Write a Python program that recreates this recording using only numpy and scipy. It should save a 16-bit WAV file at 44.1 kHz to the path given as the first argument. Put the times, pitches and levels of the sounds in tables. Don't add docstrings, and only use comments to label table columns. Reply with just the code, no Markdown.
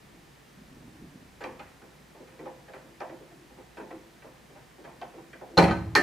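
import sys
import numpy as np
from scipy import signal
from scipy.io import wavfile

SR = 44100
rng = np.random.default_rng(int(sys.argv[2]) if len(sys.argv) > 2 else 0)


def generate_wav(signal):
    frames = np.transpose(np.atleast_2d(signal))
    scaled = np.clip(frames, -1, 1) * 32767
    pcm = np.round(scaled).astype(np.int16)
    wavfile.write(sys.argv[1], SR, pcm)


def voltage_ratio(level):
    return 10 ** (np.asarray(level, float) / 20)


N = 265482


def at_hz(points, hz):
    f, value = np.transpose(points)
    return np.interp(np.log(hz), np.log(f), value)


def rms_one(x):
    return x / np.sqrt(np.mean(x ** 2) + 1e-20)


def unit(x):
    return x / np.linalg.norm(x, axis=1, keepdims=True)


def drift(rate_hz):
    knots = rng.standard_normal(200)
    return np.interp(np.arange(N) / SR * rate_hz, np.arange(200), knots)


def band(x, low_hz, high_hz):
    limits = [low_hz, min(high_hz, .45 * SR)]
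    return signal.sosfilt(signal.butter(2, limits, "band", fs=SR, output="sos"), x)


def ring(clicks, hz, t60):
    r = voltage_ratio(-60 / (max(t60, .01) * SR))
    w = 2 * np.pi * hz / SR
    return signal.lfilter([0, np.sin(w)], [1, -2 * r * np.cos(w), r * r], clicks + 1e-18)


def stereo_bands(size, gain_at, likeness):
    edges = 25 * 2 ** np.arange(0, 9.7, 1 / 3)
    white = rng.standard_normal((2, 2, size))
    out = 0
    for k, (low, high) in enumerate(zip(edges, edges[1:])):
        mid, side = band(white[k % 2], low, high)
        hz = np.sqrt(low * high)
        alike = np.clip(at_hz(likeness, hz), 0, 1)
        stereo = np.sqrt(1 + alike) * mid + np.sqrt(1 - alike) * side * [[1], [-1]]
        out = out + gain_at(hz) * stereo
    return out


def swells(rows, rise_db_per_s, fall_db_per_s):
    t = np.arange(N) / SR
    total = 0
    for start, end, db in rows:
        rise = rise_db_per_s * np.maximum(start - t, 0)
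        fall = fall_db_per_s * np.maximum(t - end, 0)
        total = total + voltage_ratio(db - rise - fall)
    return total


def slips(per_second):
    sizes = voltage_ratio(2.5 * np.minimum(rng.exponential(1, N), 4)) * rng.choice([-1, 1], N)
    return sizes * (rng.random(N) < per_second / SR) + 1e-18


def air():
    # f/Hz, level/dB per Hz
    colour = [(20, -35), (40, -9), (60, -8), (92, -15.5), (135, 2.5), (230, -5.5), (335, -6), (560, -10),
              (760, -9.5), (1300, -14.5), (1850, -13), (2900, -18.5), (8000, -26), (15800, -32.5)]
    # f/Hz, likeness (0 to 1)
    likeness = [(60, 1), (250, 0.72), (600, 0.06), (1500, 0.37), (4000, 0.68), (12000, 0.59)]
    # f/Hz, level/dB rms
    hum = [(59.7, -69), (1798, -77)]
    noise_db = -55
    noise = stereo_bands(N, lambda hz: voltage_ratio(at_hz(colour, hz)), likeness)
    t = np.arange(N) / SR
    tones = 0
    for hz, db in hum:
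        tones = tones + np.sqrt(2) * voltage_ratio(db + 1.3 * drift(6.1)) * np.sin(2 * np.pi * hz * t)
    return voltage_ratio(noise_db) * rms_one(noise) + tones


def rumble():
    # t/s, level/dB
    path = [
        (0, -59),
        (.5, -74),
        (.75, -56.5),
        (1.2, -60),
        (1.6, -59),
        (2.2, -79),
    ]
    s, db = np.transpose(path)
    times = [s[0] - .05, *s, s[-1] + .02]
    level_db = np.interp(np.arange(N) / SR, times, [-110, *db, -110])
    return voltage_ratio(level_db) * rms_one(band(rng.standard_normal(N), 26.7, 255))


def sway():
    # t/s, level/dB
    swings = [(.2, -57.5), (1.51, -75), (2.6, -60), (2.9, -58), (3.14, -49), (3.34, -56.5), (3.45, -56),
              (3.96, -45.5), (4.05, -73), (4.3, -59), (5.19, -50.5), (5.55, -47)]
    gain = swells([(s, s, db) for s, db in swings], rise_db_per_s=155, fall_db_per_s=148)
    return gain * rms_one(ring(slips(900), 337.6, 0.11))


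def rub():
    # t/s, level/dB
    catches = [
        (.618, -50.5),
        (1.033, -45),
        (1.23, -51),
    ]
    slide = swells([(0.72, 1.27, -54)], rise_db_per_s=600, fall_db_per_s=600)
    catch = swells([(s, s, db) for s, db in catches], rise_db_per_s=211, fall_db_per_s=222)
    skin = rms_one(band(band(slips(500), 140, 312), 45, 410))
    return np.maximum(slide, catch) * skin


def response(modes):
    # f/Hz, level/dB per Hz
    colour = [(35, -48), (60, -9), (174, -3), (400, -0.5), (600, -2.5), (850, -1.5), (1200, -12),
              (2000, -12.5), (2800, -20.5), (3400, -44), (4400, -33), (6000, -28), (11000, -36.5),
              (15500, -68)]
    # f/Hz, t60/s
    fade = [(60, 2.8), (160, 0.83), (420, 0.45), (1100, 0.53), (2900, 0.45), (7700, 0.51)]
    # f/Hz, likeness (0 to 1)
    likeness = [(60, .995), (250, 0.94), (600, 0.67), (2000, 0.71), (5000, 0.39), (12000, 1)]
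    t = np.arange(int(.6 * SR)) / SR

    def echo_gain(hz):
        swell = 1 - np.exp(-t / (0.00024 + 0.4 / hz))
        early = 1 + voltage_ratio(6.5 - 60 * t / 0.11)
        return voltage_ratio(at_hz(colour, hz) - 60 * t / max(at_hz(fade, hz), .05)) * swell * early

    echo = stereo_bands(len(t), echo_gain, likeness)
    tones = sum(voltage_ratio(db) * ring(t == 0, hz, t60) for hz, db, t60 in modes)
    crack = band(t == 0, 490, 4250)
    return echo, tones * np.ones((2, 1)), crack * np.ones((2, 1))


def rattle(rows, share, first, count=40):
    draw = rng.random((len(rows), 3, count))
    late = 2.2 * draw[:, 0] ** 1.4
    late[:, 0] = 0
    seconds = rows[:, :1] + share * late * np.abs(rows[:, -1:])
    at = (seconds * SR).astype(int).clip(0, N - 1)
    size = (1.2 + draw[:, 1]) * np.sign(draw[:, 2] - .5) * np.exp(-.6 * late)
    size[:, 0] = first
    return at, unit(size)


def contacts(table, treble_db):
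    band_octaves = [0, 1.13, 2.42, 3.7, 5.1]
    s, db, octaves, narrow, length = np.array(table).T[:, :, None]
    bands_db = db - np.abs(narrow) * np.abs(np.array(band_octaves) - octaves)
    bands_db[:, -2:] += treble_db
    return np.hstack([s, bands_db, length])


def strike(rows, modes, extra_ring_db, thud_db, cutter_db):
    edges = [55, 240, 500, 1150, 3200, 5800, 17000]
    # ring/dB and crack/dB against the echo, share of rattle length, weight of first touch
    band_mix = [(-1, -36, 1.177, 7.3), (-3.5, -8.5, 1.3, 5.7), (-1.5, -10, 1.1, 3.6), (-8.5, -11.5, .9, 4),
                (-2, -6, .7, 4.2), (-3.5, -31, 0.99, 2.3)]
    # f/Hz, level/dB, t60/s
    cutter_modes = [(4170, -14, .011), (4420, -18, 0.011), (4260, -38, 0.05)]
    start = int(rows[:, 0].min() * SR) - 1
    answers = response(modes)
    levels = [rows[:, 1] + thud_db, *rows[:, 1:-1].T]
    layers = []
    for low, high, db, mix in zip(edges, edges[1:], levels, band_mix):
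        ring_db, crack_db, share, first = mix
        at, size = rattle(rows, share, first)
        heights = size * voltage_ratio(db)[:, None]
        clicks = np.bincount(at.ravel(), heights.ravel(), N)[start:]
        echo, tones, crack = (unit(band(x, low, high)) for x in answers)
        part = unit(echo + voltage_ratio(ring_db + extra_ring_db) * tones + voltage_ratio(crack_db) * crack)
        part = part * np.sqrt(SR / 20)
        layers.append(signal.fftconvolve(clicks[None], part, axes=1)[:, :N - start])
    push = np.gradient(layers[-2], axis=1)
    cutter = sum(voltage_ratio(db + cutter_db) * ring(push, hz, t60) for hz, db, t60 in cutter_modes)
    return np.pad(sum(layers) + cutter, ((0, 0), (start, 0)))


def held_pipe():
    # t/s, level/dB, brightness/octaves, narrowness/dB per octave, rattle length/s
    tugs = [(1.407, -41, 0.72, 3, 0.019), (1.439, -36.5, 2.14, 5.5, 0.0032),
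            (1.461, -41, 0.088, 12, 0.0055), (1.487, -53, .1, 12, .005), (2.392, -45, 0.25, 4, .012),
            (2.457, -39, 0.89, 11.5, 0.013), (2.681, -48, 1.44, 11, .008), (2.735, -47.5, 1.2, 3, .03),
            (3.005, -38.5, 0.74, 6, 0.0035), (3.017, -41, 1.2, 9, 0.0017), (3.095, -46, 0.81, 6, 0.008),
            (3.579, -48.5, 0.46, 7.5, 0.016), (3.77, -43.5, 0.37, 2.5, .011), (3.907, -42, 0.99, 8, 0.0084),
            (4.553, -53, 0.92, 3.5, 0.017), (4.842, -45.5, 1.03, 4.5, 0.02), (5.015, -38, 1.34, 6, 0.007),
            (5.412, -38, 0.78, 16, 0.0091)]
    # t/s, level/dB, brightness/octaves, rattle length/s
    ticks = [
        (1.472, -66, 3, 0.037),
        (1.594, -43.5, 1.94, .006),
        (1.628, -59, 4.1, 0.018),
        (1.668, -58, 2.9, 0.016),
        (2.273, -57.5, 2.9, .0093),
        (3.003, -48, 3.3, 0.0028),
        (4.22, -53.5, 1.8, .012),
        (5.016, -56, 1.8, 0.0092),
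        (5.331, -50.5, 2.1, 0.004),
    ]
    # t/s, level/dB, brightness/octaves
    bumps = [(1.818, -47.5, 0.5), (2.148, -50.5, 0.71), (2.197, -45.5, 0.41), (2.318, -50.5, 0.53),
             (2.421, -48.5, -.15), (2.474, -45, 0.26), (2.536, -63, 0.88), (2.839, -50, 0.23),
             (3.132, -47.5, 0.42), (3.21, -51, 0.27), (3.31, -52.5, 0.39), (3.5, -54, 0.6),
             (3.8, -37, 0.51), (3.94, -55, -0.54), (4.021, -59, -0.014), (4.246, -45.5, 0.42),
             (4.499, -53, 0.19), (4.783, -49, 0.026), (4.918, -51.5, 0.26), (5.139, -45.5, 0.41),
             (5.178, -49.5, 0.94), (5.502, -48, 0.19)]
    # f/Hz, level/dB, t60/s
    pipes = [(76, 16, 2.1), (113, 20.5, 0.75), (173.3, 35, 1.1), (246, 24, 0.36), (275, 14, 0.55),
             (328.3, 40, 0.19), (434, 35, 0.23), (487.4, 28, 0.44), (520, 47, 0.46), (733, 0, 0.12),
             (781, 27, 0.26), (710, 19, 0.28), (946, 44.5, 0.037), (800, 23, 0.14), (1160, 19, 0.29),
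             (1176, 19, 0.076), (1360, 15, 0.57), (1320, 13, 0.11), (1565, 41.5, 0.13), (1810, 13, 0.34),
             (1850, -8, 0.2), (2100, 20, 0.53), (2280, -18, 0.15), (2420, -16, 0.51), (2740, -19, 0.067)]
    grip_spread_db = 6.0
    touches = list(tugs)
    touches += [(s, db, octaves, 10, .014) for s, db, octaves in bumps]
    touches += [(s, db, octaves, 5.5, length) for s, db, octaves, length in ticks]
    held = contacts(touches, treble_db=-13.5)
    out = 0
    for k in range(3):
        grip = [(hz, db + grip_spread_db * rng.standard_normal(), t60) for hz, db, t60 in pipes]
        out = out + strike(held[k::3], grip, extra_ring_db=-3, thud_db=-120, cutter_db=-14)
    return out


def freed_pipe():
    # t/s, level/dB, brightness/octaves, narrowness/dB per octave, rattle length/s
    knocks = [
        (5.571, -27.5, 1.1, 5.9, 0.0023),
        (5.576, -17, 1.1, 4.83, 0.006),
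        (5.586, -18.5, 1.25, 5.6, 0.0065),
        (5.597, -26, 0.49, 8.1, 0.0073),
        (5.624, -25, .0, 3.7, .005),
        (5.638, -28.5, 0.66, 3.6, .005),
        (5.681, -26, 1.64, 14.5, .006),
    ]
    clink = [
        (5.700, -32, 1.54, 11, .004),
        (5.709, -30, 0.81, 5.9, .006),
    ]
    swing_back = [
        (5.952, -26, 3.4, 1.94, 0.0016),
        (5.955, -20, 2.2, 5.6, 0.0015),
        (5.961, -31, 2.6, 6.5, 0.0024),
        (5.967, -28, 0.5, 3.2, 0.0083),
    ]
    # f/Hz, level/dB, t60/s
    parted = [(76.35, 17, 1.4), (110.5, 17, 1.3), (177.5, 30, 0.7), (247.3, 26.5, 0.31), (281, 30, 0.27),
              (327, 29, 0.7), (445, 14, 0.9), (554, 24, 0.41), (708, 23.5, 0.22), (773, 28, .15),
              (900, 24.5, 0.084), (1335, 10, 0.23), (1546, 24, 0.065), (1943, 17, .15)]
    # f/Hz, level/dB, t60/s
    clink_modes = [(565, 0.5, 0.28), (740, -7, 0.16), (1254, -1, 0.17), (1525, 8, 0.29), (1820, -4, .2),
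                   (2520, -17, .2), (3670, -29, .1), (5060, -22, .05), (6780, -13, .16), (6900, -19, .12)]
    # f/Hz, level/dB, t60/s
    swing_modes = [(183.6, 2, 0.64), (345, -7, 0.35), (416, 3.5, 0.12), (594, 0.5, 0.23), (888, -14, 0.18),
                   (1113, -11, 0.13), (1273, 4, 0.17), (1270, -2, 0.088), (1470, 14.5, 0.023),
                   (1792, 3.5, 0.32), (1900, -8, 0.12), (4280, -22, 0.073), (4370, -23.5, 0.23),
                   (6560, -19, .1)]
    # extra ring/dB, thud/dB
    spot_mix = [(3.5, 1.5), (2.5, -3), (5.5, -8.5)]
    blows = [knocks, clink, swing_back]
    spots = [parted, clink_modes, swing_modes]
    out = 0
    for table, modes, (extra_ring_db, thud_db) in zip(blows, spots, spot_mix):
        rows = contacts(table, treble_db=-6.5)
        out = out + strike(rows, modes, extra_ring_db, thud_db, cutter_db=0)
    return out


def scene():
    left_db = -0.6
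    balance = voltage_ratio(np.array([[left_db], [-left_db]]) / 2)
    return (air() + rumble() + sway() + rub() + held_pipe() + freed_pipe()) * balance


def band_limit(x):
    return signal.sosfilt(signal.butter(12, 15730, fs=SR, output="sos"), x)


def record(dry):
    mix = signal.sosfilt(signal.cheby2(12, 70, 16600, fs=SR, output="sos"), dry)
    return band_limit(mix)


dry = scene()
out = record(dry)
generate_wav(out)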